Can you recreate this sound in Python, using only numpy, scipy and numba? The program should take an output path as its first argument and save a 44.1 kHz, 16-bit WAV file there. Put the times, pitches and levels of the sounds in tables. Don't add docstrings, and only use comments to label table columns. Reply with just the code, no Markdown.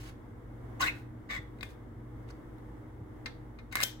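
import sys
import numpy as np
from scipy import signal
from scipy.fft import rfft, irfft
from scipy.io import wavfile
from scipy.ndimage import uniform_filter1d
from numba import njit

SR = 44100
rng = np.random.default_rng(int(sys.argv[2]) if len(sys.argv) > 2 else 0)


def store_wav(level_fs):
    pcm = np.round(np.clip(np.atleast_2d(level_fs), -1, 1) * 32767)
    wavfile.write(sys.argv[1], SR, pcm.T.astype(np.int16))


N = 176400
T = np.arange(N) / SR

# t/s, lid ring level/dB, lower f/Hz, upper f/Hz and top f/Hz of the
# lid's resonances, seam rasp level/dB, treble fizz level/dB
PULL_CURVES = [
    [(.795, -46, 1000, 1930, 6400, -52, -85), (.805, -28, 1050, 1990, 6600, -35.5, -57),
     (.811, -41, 1080, 2030, 5330, -33.5, -34.5), (.823, -32, 1430, 2000, 3910, -28.5, -54),
     (.84, -28.5, 1490, 1890, 3500, -34.5, -51), (.862, -27.5, 1830, 2100, 3500, -39.5, -47.5),
     (.876, -26, 1940, 2810, 4100, -35.5, -52), (.886, -26.5, 2120, 2590, 4100, -46, -52),
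     (.9, -34, 2120, 2490, 4070, -62, -68)],
    [(1.288, -54, 1860, 2150, 3740, -61, -87), (1.301, -32, 1870, 2200, 3600, -48.5, -78),
     (1.306, -34, 1824, 2260, 3570, -40, -80), (1.325, -34.5, 1900, 2210, 3520, -45.5, -62),
     (1.352, -38, 1810, 2260, 3370, -44, -62), (1.374, -37, 1864, 2010, 3350, -48, -74),
     (1.395, -52, 1900, 2130, 3340, -62, -85)],
    [(3.712, -71.5, 1840, 2160, 3820, -60, -82), (3.728, -39.5, 1850, 2130, 3690, -47, -63),
     (3.748, -48, 1910, 2180, 3800, -55, -64), (3.76, -35, 1990, 2190, 3920, -46, -60),
     (3.781, -48, 1890, 2270, 3940, -43, -61), (3.79, -31, 1680, 2150, 3360, -43.5, -56),
     (3.815, -57, 1600, 2060, 3940, -48, -67), (3.832, -47, 1550, 2130, 4040, -39.5, -50)],
]
# f/Hz, level/dB
RASP_EQ = [(120, -32.5), (300, 1), (780, -0.5), (1100, 5.5), (1500, 5.5), (2000, 0), (3000, 0.5),
           (3700, -4), (5200, -11.5), (6400, -11.5), (7600, -10), (9500, -24.5), (16000, -21)]
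# f/Hz, level/dB
FIZZ_EQ = [(2500, -40), (5000, -17), (7500, 17), (9500, 19), (12500, 18.5), (16000, 13.5)]
# t/s, body level/dB, treble level/dB, decay/s, pan (left minus right)/dB
CRACK_HITS = [(1.3029, -53, -74, 0.0018, 11), (1.427, -78, -70, .001, 2), (1.587, -67, -75, .001, 4),
              (1.6091, -45, -63, 0.00061, 8.5), (1.629, -38, -49, 0.0026, 5.5),
              (2.289, -66, -88, 0.0016, 15), (2.303, -62, -79, 0.0024, 3), (2.583, -69, -74, .001, -4),
              (3.2593, -41, -69, 0.00073, 14.5), (3.2614, -37.5, -68, 0.0097, -4),
              (3.587, -51.5, -83, 0.0085, 1), (3.7252, -41.5, -50.5, 0.00092, 12),
              (3.7544, -25.5, -32.5, 0.00017, 5), (3.7692, -35.5, -48, 0.00053, 6),
              (3.8032, -31, -41, 0.00059, 0), (3.8117, -35, -37.5, 0.0028, 0),
              (3.8222, -32.5, -38, 0.00079, 6)]
# f/Hz, level/dB
TICK_EQ = [(150, -25), (400, -14.5), (800, -6.5), (1120, -5.5), (1700, 2), (2500, 2.5), (3100, -6.5),
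           (3900, 0.5), (5500, -14), (8000, -21.5), (16000, -28)]
# f/Hz, level/dB, t60/s
HELD_LID_MODES = [(1337, 6, 0.072), (1530, 1, 0.077), (1810, 9, 0.11), (1950, 9.5, 0.067), (2124, 13, 0.12),
                  (2440, 5, .08), (2740, -5, 0.042), (2925, -5, .07), (3380, -8, .06), (3770, 2, 0.069),
                  (3940, -8, .06), (4380, -14, .1), (5670, -3, 0.058)]
# t/s, level/dB, decay/s
SNAP_HITS = [(3.8298, -28, 0.0023), (3.8338, -27, 0.0011), (3.8346, -22, .0018)]
# f/Hz, level/dB
SNAP_EQ = [(150, -3), (500, -4), (800, -4), (1120, -7), (1550, 0.5), (2200, 1.5), (3100, 6.5), (4600, 1),
           (5800, 4.5), (7500, 2), (9500, -4), (12000, 1.5), (16000, -6.5)]
# f/Hz, level/dB, t60/s
FREE_LID_MODES = [(1538, 14, 0.11), (1873, -6, 0.25), (3080, -2, .2), (3090, 10, .2), (3210, -3, .28),
                  (3940, -6, 0.12), (4060, -15, .3), (5700, -10, .28), (7300, -8, 0.12), (8450, -9, 0.11),
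                  (9000, -10, .12), (10000, -8, 0.21), (11400, -6, .14), (13400, -14, .17)]
# t/s, half length/s, level/dB, centre f/Hz, width/Hz, hiss level/dB
FINGER_SLIDES = [(0.01, 0.032, -58, 1990, 2930, -66), (0.069, 0.042, -53.5, 1520, 1790, -66),
                 (0.973, 0.052, -76, 3000, 4000, -68), (1.643, 0.028, -58, 1890, 1600, -67),
                 (1.71, .025, -69.5, 2800, 4000, -66.5), (2.301, 0.018, -57, 1460, 980, -90),
                 (2.307, 0.0033, -57.5, 4520, 298, -90)]
# t/s, half length/s, level/dB
HAND_THUDS = [(1.399, 0.019, -40), (1.95, 0.05, -44.5), (3.01, 0.013, -39.5)]
# f/Hz, level/dB
HUM_PARTIALS = [(51.7, -53.5), (119.6, -52), (235, -63.5), (308.5, -59.5), (481, -68.5)]
# f/Hz, level/dB
AIR_EQ = [(20, -9.5), (35, -7.5), (55, 2), (80, -2.5), (105, 5.5), (150, -11), (190, -7), (235, -4.5),
          (320, -4), (400, -10), (680, -18.5), (830, -17), (1200, -22), (1700, -26.5), (2170, -28),
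          (2380, -41), (2800, -41), (3500, -41), (4100, -48.5), (16000, -50)]
# t/s, level/dB
AIR_RIDE = [(0, 0), (1.3, .5), (2.4, -2), (3.5, -.5)]

FRACTURES_PER_S, FRACTURE_JITTER, FRACTURE_SPREAD_DB = 1100, .4, 5
LOWER_WIDTH_HZ, UPPER_WIDTH_HZ, TOP_WIDTH_HZ = 76, 80, 94
LID_DB, TOP_RING_DB, HELD_RING_DB, FREE_RING_DB = -3.5, -7.5, -2, -9.5
PULL_PAN_DB, FIZZ_PAN_DB, SNAP_PAN_DB = 2.5, 1.5, 3.5
HUM_WAVER_DB, HUM_DRIFT_RAD = 2.5, .41
AIR_DB, AIR_SWELL_DB, AIR_WIDE_HZ = -49, 1.52, 520
NEAR_DB, NEAR_DECAY_S, RIGHT_LAG_S = 5.5, .0032, .0003
ROOM_DB, ROOM_T60_S, ROOM_TREBLE_DB, ROOM_TREBLE_T60_S = -6.5, .32, -7.5, .19


def tearing():
    breaks = stereo(np.array([fractures() for _ in range(3)]))
    times, _, *pitches, _, _ = np.concatenate(PULL_CURVES).T
    lower_hz, upper_hz, top_hz = (np.interp(T, times, hz) for hz in pitches)
    push = rasp = fizz = 0
    for pull in PULL_CURVES:
        at, ring_db, _, _, _, rasp_db, fizz_db = np.array(pull).T
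        rip = breaks * (T > at[0]) * (T < at[-1])
        push += rip * undb(np.interp(T, at, ring_db))
        rasp += rip * undb(np.interp(T, at, rasp_db))
        fizz += rip * undb(np.interp(T, at, fizz_db))
    lid = resonate(push, lower_hz, LOWER_WIDTH_HZ) - resonate(push, upper_hz, UPPER_WIDTH_HZ)
    lid = undb(LID_DB) * butter(lid, "band", hz=(510, 2840))
    seam = eq(rasp, RASP_EQ) + undb(TOP_RING_DB) * resonate(rasp, top_hz, TOP_WIDTH_HZ)
    return pan(lid + seam, PULL_PAN_DB) + pan(eq(fizz, FIZZ_EQ), FIZZ_PAN_DB)


def fractures(count=16000):
    gaps, sizes, signs = rng.standard_normal((count, 3)).T
    at = (np.cumsum(np.exp(FRACTURE_JITTER * gaps)) * SR / FRACTURES_PER_S).astype(int)
    clicks = np.sign(signs) * undb(FRACTURE_SPREAD_DB * sizes)
    crackle = np.bincount(at[at < N], clicks[at < N], N)
    power = np.abs(uniform_filter1d(crackle ** 2, size=600))
    return crackle / np.sqrt(power + 1e-12)


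def cracks():
    body = treble = 0
    for at, body_db, treble_db, decay, pan_db in CRACK_HITS:
        hit = pan(slip(at, decay), pan_db)
        body += undb(body_db) * hit
        treble += undb(treble_db) * hit
    return eq(body, TICK_EQ) + undb(HELD_RING_DB) * ring(body, HELD_LID_MODES) + eq(treble, FIZZ_EQ)


def snap():
    hit = sum(undb(db) * slip(at, decay) for at, db, decay in SNAP_HITS)
    return pan(eq(hit, SNAP_EQ) + undb(FREE_RING_DB) * ring(hit, FREE_LID_MODES), SNAP_PAN_DB)


def slip(at, decay, size=1500):
    burst = stereo(rng.standard_normal((3, size))) * np.exp(-T[:size] / decay)
    track = np.zeros((2, N + size))
    start = int(at * SR)
    track[:, start:start + size] = unit_energy(burst)
    return track[:, :N] * np.sqrt(.005 * SR)


def ring(hit, modes):
    t = T[:SR // 2]
    response = sum(undb(db) * np.sin(2 * np.pi * hz * t) * undb(-60 * t / t60) for hz, db, t60 in modes)
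    return convolve(hit, unit_energy(response))


def slides():
    grain = stereo(rng.standard_normal((3, N))) * undb(2.04 * wander(300))
    track = 0
    for at, half, db, hz, width, hiss_db in FINGER_SLIDES:
        rub = grain * swell(at, half)
        track += undb(db) * resonate(rub, hz, width) + undb(hiss_db) * rub
    return track


def thuds():
    envelope = sum(undb(db) * swell(at, half) for at, half, db in HAND_THUDS)
    bump = resonate(envelope * rng.standard_normal(N), hz=98, width=26)
    return butter(bump, "low", hz=400)


def room_tone():
    air = eq(rng.standard_normal((2, N)), AIR_EQ)
    ride_db = np.interp(T, *np.array(AIR_RIDE).T)
    mid, side = air * undb(AIR_DB + AIR_SWELL_DB * wander(6.13) + ride_db)
    side = butter(side, "high", AIR_WIDE_HZ, order=1)
    hum = 0
    for hz, db in HUM_PARTIALS:
        peak = np.sqrt(2) * undb(db + HUM_WAVER_DB * wander(6.89))
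        hum += peak * np.sin(2 * np.pi * hz * T + HUM_DRIFT_RAD * wander(4.93))
    return pan(np.array([mid + side, mid - side]) + hum, db=.2)


def kitchen(x):
    t = T[:SR * 3 // 4]
    near, low, high = rng.standard_normal((3, 2, len(t)))
    response = undb(NEAR_DB) * unit_energy(near * np.exp(-t / NEAR_DECAY_S))
    response[0, 0] += 1
    response[1, int(RIGHT_LAG_S * SR)] += 1
    bloom = 1 - np.exp(-t / .012)
    low_tail = unit_energy(low * bloom * undb(-60 * t / ROOM_T60_S))
    high_tail = unit_energy(high * bloom * undb(-60 * t / ROOM_TREBLE_T60_S))
    response += undb(ROOM_DB) * butter(low_tail, "low", hz=6000)
    response += undb(ROOM_TREBLE_DB) * butter(high_tail, "high", hz=6000)
    return convolve(x, flatten(response))


def undb(db):
    return 10 ** (np.asarray(db) / 20)


def unit_energy(x):
    return x / np.sqrt(np.sum(x ** 2, axis=-1, keepdims=True))


def swell(at, half):
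    return np.exp(-((T - at) / half) ** 2)


def wander(rate_hz):
    hold = int(SR / rate_hz)
    steps = np.repeat(rng.standard_normal(N // hold + 1), hold)
    curve = uniform_filter1d(uniform_filter1d(steps, hold), hold)[:N]
    return curve / np.sqrt(np.mean(curve ** 2))


def stereo(x, centre_share=.47):
    return np.sqrt(centre_share) * x[0] + np.sqrt(1 - centre_share) * x[1:]


def pan(x, db):
    return x * undb(np.array([[db], [-db]]) / 2)


def convolve(x, response):
    return signal.fftconvolve(np.atleast_2d(x), np.atleast_2d(response), axes=-1)[:, :N]


def butter(x, kind, hz, order=2):
    return signal.sosfilt(signal.butter(order, hz, kind, fs=SR, output="sos"), x)


def eq(x, curve, size=8192):
    hz, db = np.array(curve).T
    bins_hz = np.maximum(np.arange(size // 2 + 1) * SR / size, 1)
    gain = undb(np.interp(np.log(bins_hz), np.log(hz), db))
    return convolve(x, unit_energy(irfft(minimum_phase(gain))))


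def resonate(x, hz, width):
    bands = [swept_band(channel + 1e-18, hz * np.ones(N), width) for channel in np.atleast_2d(x)]
    return np.array(bands) * np.sqrt(SR / (np.pi * width))


@njit
def swept_band(x, hz, width):
    y, band_state, low_state = np.empty(len(x)), 0., 0.
    for i in range(len(x)):
        tuning, damping = np.tan(np.pi * hz[i] / SR), width / hz[i]
        band = (band_state + tuning * (x[i] - low_state)) / (1 + tuning * (tuning + damping))
        band_state = 2 * band - band_state
        low_state += 2 * tuning * band
        y[i] = damping * band
    return y


def minimum_phase(gain):
    cepstrum = irfft(np.log(gain))
    half = cepstrum.shape[-1] // 2
    cepstrum[..., 1:half] *= 2
    cepstrum[..., half + 1:] = 0
    return np.exp(rfft(cepstrum))


def flatten(response, size=65536):
    spectrum = rfft(response, size)
    broad = np.sqrt(uniform_filter1d(np.abs(spectrum) ** 2, size=700))
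    return irfft(spectrum * minimum_phase(1 / broad))[:, :response.shape[1]]


def scene():
    return kitchen(tearing() + cracks() + snap() + slides()) + thuds() + room_tone()


def record(dry):
    return signal.sosfilt(signal.ellip(10, .2, 80, 16000, fs=SR, output="sos"), dry)


dry = scene()
out = record(dry)
store_wav(out)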